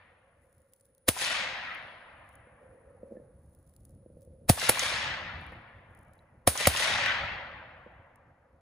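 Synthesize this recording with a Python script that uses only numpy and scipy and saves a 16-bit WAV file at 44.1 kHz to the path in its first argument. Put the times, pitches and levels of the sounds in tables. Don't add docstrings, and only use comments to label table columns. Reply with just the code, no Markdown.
import sys
import numpy as np
from scipy import signal
from scipy.fft import rfft, irfft, next_fast_len
from scipy.io import wavfile
from scipy.ndimage import uniform_filter1d

SR = 44100
rng = np.random.default_rng(int(sys.argv[2]) if len(sys.argv) > 2 else 0)


def materialize(psi):
    bounded = np.clip(np.atleast_2d(psi).T, -1, 1)
    quanta = np.round(bounded * 32767).astype(np.int16)
    wavfile.write(sys.argv[1], SR, quanta)


N = 379695
TIME = np.arange(N) / SR


def from_db(db):
    return 10 ** (np.asarray(db) / 20)


def rms_one(x):
    return x / np.sqrt(np.mean(x ** 2) + 1e-20)


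def level(rows):
    return from_db(np.interp(TIME, *np.transpose(rows)))


def at_hz(points, hz):
    f, value = np.transpose(points)
    return np.interp(np.log(np.maximum(hz, 1)), np.log(f), value)


def drift(rate):
    knots = rng.standard_normal(N // 8)
    return 1.2 * np.interp(TIME * rate, np.arange(len(knots)), knots)


def pair(mid, side, alike):
    alike = np.clip(alike, -1, 1)
    return np.sqrt(1 + alike) * mid + np.sqrt(1 - alike) * side * np.array([[1], [-1]])


# (frequency [Hz], correlation [-1 to 1])
LIKENESS = [(330, .999), (520, 0.31), (1100, 0.88), (2000, 0.46), (2600, 0.18), (3500, 0.43), (5300, .4),
            (6400, 0.73), (7700, 0.3), (9000, 1)]


def noise(colour, width=1):
    size = next_fast_len(N)
    hz = np.arange(size // 2 + 1) * SR / size
    mid, side = rfft(rng.standard_normal((2, size)))
    both = pair(mid, side, 1 - width * (1 - at_hz(LIKENESS, hz)))
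    return rms_one(irfft(both * from_db(at_hz(colour, hz)), size)[:, :N])


def burst(age, rise, hold, decay):
    swell = np.minimum(age, 0) / rise
    fall = np.maximum(age - hold, 0) / decay
    return np.exp(np.maximum(swell - fall, -40))


def strokes(rows, rest_db, rise, fade):
    moving = sum(from_db(db) * burst(TIME - at, rise, length, fade) for at, length, db in rows)
    return from_db(rest_db) + moving


def swing(age, hz, decay):
    age = np.maximum(age, 0)
    return np.sin(2 * np.pi * hz * age) * np.exp(-age / decay)


AIR_DB_PER_S, AIR_POWER = 5.0, 1.315


def air_loss(hz):
    return AIR_DB_PER_S * ((hz / 1000) ** AIR_POWER - 2 ** AIR_POWER)


TREELINE_S, BUILD_DB_PER_S = 0.13, 230.5
FAR_TREES_S, FAR_SPREAD_S, FAR_HZ, FAR_OCTAVES = 0.638, .09, 1860, 0.84


def roar_gain(age, hz, db, hold, fade_db_per_s, far_db):
    build = -BUILD_DB_PER_S * np.maximum(TREELINE_S - age, 0)
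    fade = -fade_db_per_s * np.maximum(age - hold, 0) - air_loss(hz) * np.maximum(age, 0)
    far_time = (age - FAR_TREES_S) / FAR_SPREAD_S
    far_pitch = np.log2(np.maximum(hz, 1) / FAR_HZ) / FAR_OCTAVES
    far = far_db * np.exp(-far_time ** 2 - far_pitch ** 2)
    return (age > 0) * from_db(db + build + fade + far) * hold / np.maximum(age, hold)


EARLIER_SHOT_S = -0.93
DIP_DB, DIP_S = 4.5, 0.1
# (time [s], crack level [dB], crack rise [s], shock level [dB], knock level [dB], knock pitch [Hz],
#         thump level [dB], boom level [dB], settled boom pitch [Hz], boom decay [s],
#         near scatter level before its envelope [dB]); also times the roar and the slaps
SHOTS = [(1.0874, -13, 0.0031, -11, -19, 530, -19, -28, 72, 0.014, -32),
         (4.4968, -11.5, 0.0029, -13, -12, 607.3, -4.5, -14, 74.9, 0.014, -28),
         (4.6938, -9.5, 0.0017, -15.5, -15, 557.6, -24, -31, 86.5, 0.01, -30.5),
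         (6.4755, -13.5, 0.0018, -9.5, -11, 611.4, -21.5, -22.5, 71.2, 0.017, -26.5),
         (6.6718, -10, 0.0011, -17, -12, 645, -19.5, -19, 67.3, 0.017, -29)]
# (level [dB], hold after the shot [s], fade [dB per s], swell from the far trees [dB])
ROARS = [(-29, 0.27, 25.5, 0), (-27.5, 0.3, 17, 7), (-27.5, 0.28, 17, 5.5), (-29, 0.36, 25, 2.5),
         (-27.5, 0.43, 22.5, 10.5), (-26.5, 0.42, 24.5, 4)]
# (frequency [Hz], level [dB per Hz])
WOODS_COLOUR = [(50, -17.5), (90, -19), (200, -14.5), (380, -19.5), (550, -6), (800, -4), (1100, -3),
                (1500, -0.5), (1900, 4), (2500, 2.5), (3300, 3), (5000, 1), (7600, 0), (8400, 5.5),
                (11000, 4.5), (15000, -4)]
# (frequency [Hz], left minus right [dB])
ROAR_LEAN = [(330, 4), (650, -1.8), (1100, .5), (1600, 1.15), (2450, 4), (3200, 2.5), (5000, 4.5),
             (6500, 1), (9000, -0.4)]


def woods(grain_db, grain_s, flutter_db):
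    fired = np.array([EARLIER_SHOT_S] + [shot[0] for shot in SHOTS])
    since = TIME - fired[np.searchsorted(fired, TIME) - 1]
    graininess = grain_db * np.exp(-since / grain_s)
    grains = from_db(graininess * (drift(1500) + .5 * drift(170)))
    grains /= np.sqrt(uniform_filter1d(grains ** 2, size=2048))
    hz, s, white = signal.stft(rng.standard_normal((2, N)) * grains, SR, nperseg=1024)
    power = sum(roar_gain(s - at, hz[:, None], *row) ** 2 for at, row in zip(fired, ROARS))
    held = np.sqrt(power)
    patches = uniform_filter1d(rng.standard_normal(held.shape), size=3, axis=0)
    patches = rms_one(uniform_filter1d(patches, size=3, axis=1))
    colour = held * from_db(at_hz(WOODS_COLOUR, hz)[:, None] + flutter_db * patches)
    left, right = stereo_bins(white, hz)
    lean = from_db(at_hz(ROAR_LEAN, hz) / 2)[:, None]
    roar = signal.istft(colour * np.array([left * lean, right / lean]), SR)[1][:, :N]
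    return roar * from_db(-DIP_DB * np.exp(-(since / DIP_S) ** 2))


def stereo_bins(white, hz):
    alike = np.clip(at_hz(LIKENESS, hz), -1, 1)[:, None]
    mid, side = np.sqrt(1 + alike) * white[0], np.sqrt(1 - alike) * white[1]
    return mid + side, mid - side


WIND_GAIN_DB = 3
GUST_RATE, GUST_DB = 22, 2.8
STILL_AIR_DB = -83
# (time [s], level [dB])
WIND = [(0.0, -73), (0.84, -76.5), (1.05, -80), (1.27, -64), (2.03, -73), (2.42, -63), (2.56, -70.5),
        (3.9, -59), (4.19, -65), (4.55, -57), (4.76, -59), (5.25, -52), (6.06, -63), (6.3, -66), (6.9, -51),
        (7.35, -55), (8.46, -71), (8.6, -75)]
# (frequency [Hz], level [dB per Hz])
WIND_COLOUR = [(20, -9.5), (40, -1), (80, 6), (130, 0), (200, -7), (350, -12.5), (700, -25.5),
               (1500, -58.5)]
# (frequency [Hz], level [dB per Hz])
STILL_AIR_COLOUR = [(100, -5), (700, -7), (1500, -6.5), (3000, -17), (8000, -25), (15000, -36)]
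# (time [s], level [dB])
HISS = [(0, -86.5), (1.0, -79), (2.3, -80), (4.4, -81), (4.9, -90.5), (5.6, -92), (6.3, -89), (7.2, -103.5),
        (8.6, -99)]
# (frequency [Hz], level [dB per Hz])
HISS_COLOUR = [(8000, -40.5), (9100, -21), (9500, -8), (9950, -0.5), (10250, -20), (11500, -34.5)]


def background():
    gusts = from_db(WIND_GAIN_DB + GUST_DB * drift(GUST_RATE))
    wind = level(WIND) * gusts * noise(WIND_COLOUR, width=.05)
    hush = from_db(STILL_AIR_DB) * noise(STILL_AIR_COLOUR)
    return wind + hush + level(HISS) * noise(HISS_COLOUR)


MOVE_RISE_S, MOVE_FADE_S, REST_DB = 0.046, .04, -100
CREASES_PER_S, CREASE_DB, CREASE_SPREAD_DB = 32, 16, 7
# (time [s], length [s], level [dB])
MOVES = [(.42, .46, -85), (2.25, 0.093, -87), (3.427, 0.51, -82), (4.198, 0.06, -83), (5.407, 0.12, -83),
         (5.938, 0.28, -88)]
# (time [s], level [dB])
TICKS = [(0.7346, -48), (0.809, -56), (0.854, -60), (0.9487, -58), (0.98, -58), (1.748, -53.5),
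         (2.2902, -56.5), (2.354, -55), (3.7634, -51), (3.8512, -50.5), (4.2188, -57.5), (5.949, -58.5),
         (5.989, -59), (6.1343, -57.5), (8.158, -58)]
# (frequency [Hz], level [dB per Hz])
FABRIC_COLOUR = [(1500, -24), (4000, -10), (7500, -4.5), (8400, -0.5), (10300, 8), (12000, -3.5),
                 (15500, -1.5)]


def clothing():
    loudness = strokes(MOVES, REST_DB, MOVE_RISE_S, MOVE_FADE_S) * from_db(4.3 * drift(260))
    slots = rng.random((N // 441, 2))
    times = slots[:, 0] * N / SR
    chances = slots[:, 1] * len(slots) * SR / N
    snaps = zip(times, chances, rng.uniform(-1.1, 1, len(slots)))
    creases = [(at, db + CREASE_DB + CREASE_SPREAD_DB * size)
               for at, chance, size in snaps
               for start, length, db in MOVES
               if chance < CREASES_PER_S and start < at < start + length]
    for at, db in list(TICKS) + creases:
        span = slice(int(at * SR), int(at * SR) + SR // 20)
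        age = TIME[span] - at - .0006
        loudness[span] += from_db(db) * burst(age, rise=0.00017, hold=0.00033, decay=0.0013)
    return loudness * noise(FABRIC_COLOUR)


def pressure_pulse(age, length):
    phase = np.maximum(age, 0) / length
    return (age > 0) * (1 - phase) * np.exp(-phase)


def boom(age, hz, glide, glide_s):
    age = np.maximum(age, 0)
    return -np.sin(2 * np.pi * hz * (age + glide * glide_s * (1 - np.exp(-age / glide_s))))


KNOCK_DELAY_S = .001
# (multiple of knock pitch [ratio], level against the knock [dB], decay [s])
KNOCK = [(.9, 1.5, 0.0032), (1.139, -2, 0.004)]
# (frequency [Hz], level [dB per Hz])
CRACK_COLOUR = [(200, -10), (560, 2), (950, -0.5), (1250, 0), (1550, -5), (1950, 1.5), (2700, -6.5),
                (4000, -4), (7600, -10), (8300, 4.5), (10000, -1), (12000, -4), (15500, -6)]
# (frequency [Hz], level [dB per Hz])
NEAR_COLOUR = [(150, -7), (550, 0), (1000, -3.5), (2000, -4.5), (4000, -5), (7600, -8), (8300, 3),
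               (10000, 1), (12000, -4), (15500, -10.5)]


def blasts():
    pulses, crack, near = np.zeros((3, N))
    for (at, crack_db, rise, shock_db, knock_db, knock_hz,
         thump_db, boom_db, boom_hz, boom_s, near_db) in SHOTS:
        span = slice(int(at * SR) - SR // 10, int(at * SR) + SR)
        age = TIME[span] - at
        bounce = 0.42 * pressure_pulse(age - .0019, length=.00009)
        shock = pressure_pulse(age, length=.00008) + bounce
        knock = -sum(from_db(db) * swing(age - KNOCK_DELAY_S, knock_hz * ratio, decay)
                     for ratio, db, decay in KNOCK)
        late = np.maximum(age - .0033, 0)
        weight = from_db(thump_db) * np.exp(-late / 0.0022) + from_db(boom_db) * np.exp(-late / boom_s)
        low = weight * boom(late, boom_hz, glide=2.1, glide_s=.0045)
        pulses[span] += from_db(shock_db) * shock + from_db(knock_db) * knock + low
        crack[span] += from_db(crack_db) * burst(age, rise, hold=0.0018, decay=0.0017)
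        scatter = 2.8 * np.exp(-np.abs(age) / 0.01) + .5 * np.exp(-np.abs(age) / .08)
        near[span] += from_db(near_db) * (age > 0) * scatter
    tearing = crack * noise(CRACK_COLOUR, width=0.24) * from_db(3.8 * drift(2500))
    return pulses + tearing + near * noise(NEAR_COLOUR, width=0.76)


# (delay [s], level [dB], decay [s], centre [Hz])
REFLECTORS = [(.078, -30.5, .009, 890), (.1003, -29, .004, 7000), (.129, -34, .015, 580),
              (.225, -37, .012, 590)]
SLAP_DB = [-6, -1.5, -1, -0.5, -0.5]
# (time [s], level [dB], decay [s], centre [Hz])
STRAYS = [(1.248, -25, .0011, 5060), (4.618, -29.5, .004, 2004), (4.794, -23, .004, 6335),
          (6.655, -21.5, .005, 2178), (6.763, -24.5, .003, 3400), (6.938, -22.5, .002, 3000),
          (7.061, -21, .004, 2080)]


def slaps():
    out, size = np.zeros((2, N)), 4096
    age, hz = TIME[:size], np.arange(1, size // 2 + 2) * SR / size
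    answers = [(shot[0] + delay, shot_db + db, decay, centre_hz)
               for shot, shot_db in zip(SHOTS, SLAP_DB)
               for delay, db, decay, centre_hz in REFLECTORS]
    for at, db, decay, centre_hz in answers + list(STRAYS):
        travel = min(at - shot[0] for shot in SHOTS if shot[0] < at)
        band = 1 + (1.2 * (hz / centre_hz - centre_hz / hz)) ** 2
        colour = from_db(-air_loss(hz) * travel) / band
        both = pair(*rfft(rng.standard_normal((2, size))), at_hz(LIKENESS, hz))
        slap = rms_one(irfft(colour * both))
        start = int(at * SR)
        out[:, start:start + size] += from_db(db) * slap * np.minimum(1, 1.1 * np.exp(-age / decay))
    return out


def ring(clicks, hz, t60):
    r, w = from_db(-60 / (t60 * SR)), 2 * np.pi * hz / SR
    return signal.lfilter([0, np.sin(w)], [1, -2 * r * np.cos(w), r * r], clicks + 1e-18)


GRIP_DB, RUB_RISE_S, RUB_FADE_S = -73, .07, 0.086
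BUMP_BAND_HZ = (170, 640)
# (time [s], level [dB])
BUMPS = [(2.47, -49.5), (3.0304, -35.5), (3.111, -40.5), (3.120, -36), (3.154, -45.5), (3.169, -36),
         (3.198, -43), (4.06, -44), (4.1, -45), (4.168, -46.5), (4.273, -47.5), (5.52, -44), (7.862, -43)]
# (frequency [Hz], level [dB], t60 [s])
BODY_MODES = [(238, -10.5, 0.058), (362, -5.5, 0.027), (497.6, -1, 0.048), (561, -16, 0.063)]
# (time [s], length [s], level [dB])
RUBS = [(2.64, 0.27, -60), (3.1, 0.088, -54.5), (4.13, .28, -64.5)]
# (frequency [Hz], level [dB per Hz])
GRIP_COLOUR = [(100, -14), (220, -7), (380, -10), (480, 3.5), (550, 7.5), (680, -23.5), (1000, -33.5),
               (2500, -50)]


def handling():
    at, db = np.transpose(BUMPS)
    knocks = np.zeros(N)
    for hz, mode_db, t60 in BODY_MODES:
        clicks = np.zeros(N)
        clicks[(at * SR).astype(int)] = from_db(db + mode_db + rng.normal(0, 1.5, len(at)))
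        knocks += ring(clicks, hz, t60)
    band = signal.butter(4, BUMP_BAND_HZ, "band", fs=SR, output="sos")
    knocks = signal.sosfilt(band, knocks)
    grip = strokes(RUBS, GRIP_DB, RUB_RISE_S, RUB_FADE_S)
    rubbing = grip * noise(GRIP_COLOUR, width=0.23) * from_db(2.0 * drift(40))
    return (knocks + rubbing) * from_db([[-.8], [.8]])


# (time [s], level [dB], pitch [Hz], decay [s])
CLINKS = [(3.167, -60.5, 1755, 0.013), (6.191, -60, 3960, 0.003)]


def clinks():
    return sum(from_db(db) * swing(TIME - at, hz, decay) for at, db, hz, decay in CLINKS)


def scene():
    roar = woods(grain_db=2.0, grain_s=0.61, flutter_db=2.0)
    return blasts() + slaps() + roar + handling() + clinks() + clothing() + background()


CUTOFF_HZ = 16800
# (frequency [Hz], level [dB])
HOUSING = [(25, -6.5), (55, -0.5), (160, 1.5), (230, 1), (340, 1), (430, -2), (520, 2), (700, 0.5),
           (900, 0)]
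# (frequency [Hz], lead of the left [rad])
PORT_PHASE = [(0, 0.5), (150, -1), (400, -1.25), (950, 0.96), (1500, 0.73), (2250, -0.9), (2900, 1.45),
              (4400, -0.1), (5500, 1.7), (6400, 0), (7500, -0.4), (8200, -3), (10000, -6), (16000, -16)]
# (frequency [Hz], side level [dB])
WIDTH = [(100, -16), (200, -18), (330, -10), (480, -4.5), (900, -2.5), (2000, 0)]


def record(dry):
    top, size = .85, next_fast_len(N + SR // 10)
    hz = np.arange(size // 2 + 1) * SR / size
    phase = np.interp(hz, *np.transpose(PORT_PHASE))
    turn = np.exp(1j * phase * np.array([[.5], [-.5]]))
    turned = irfft(rfft(dry, size) * from_db(at_hz(HOUSING, hz)) * turn, size)
    left, right = top * np.tanh(turned / top)
    side = irfft(rfft(left - right) * from_db(at_hz(WIDTH, hz)), size)
    heard = np.array([left + right + side, left + right - side])[:, :N] / 2
    return signal.sosfilt(signal.cheby2(16, 70, CUTOFF_HZ, fs=SR, output="sos"), heard)


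dry = scene()
out = record(dry)
materialize(out)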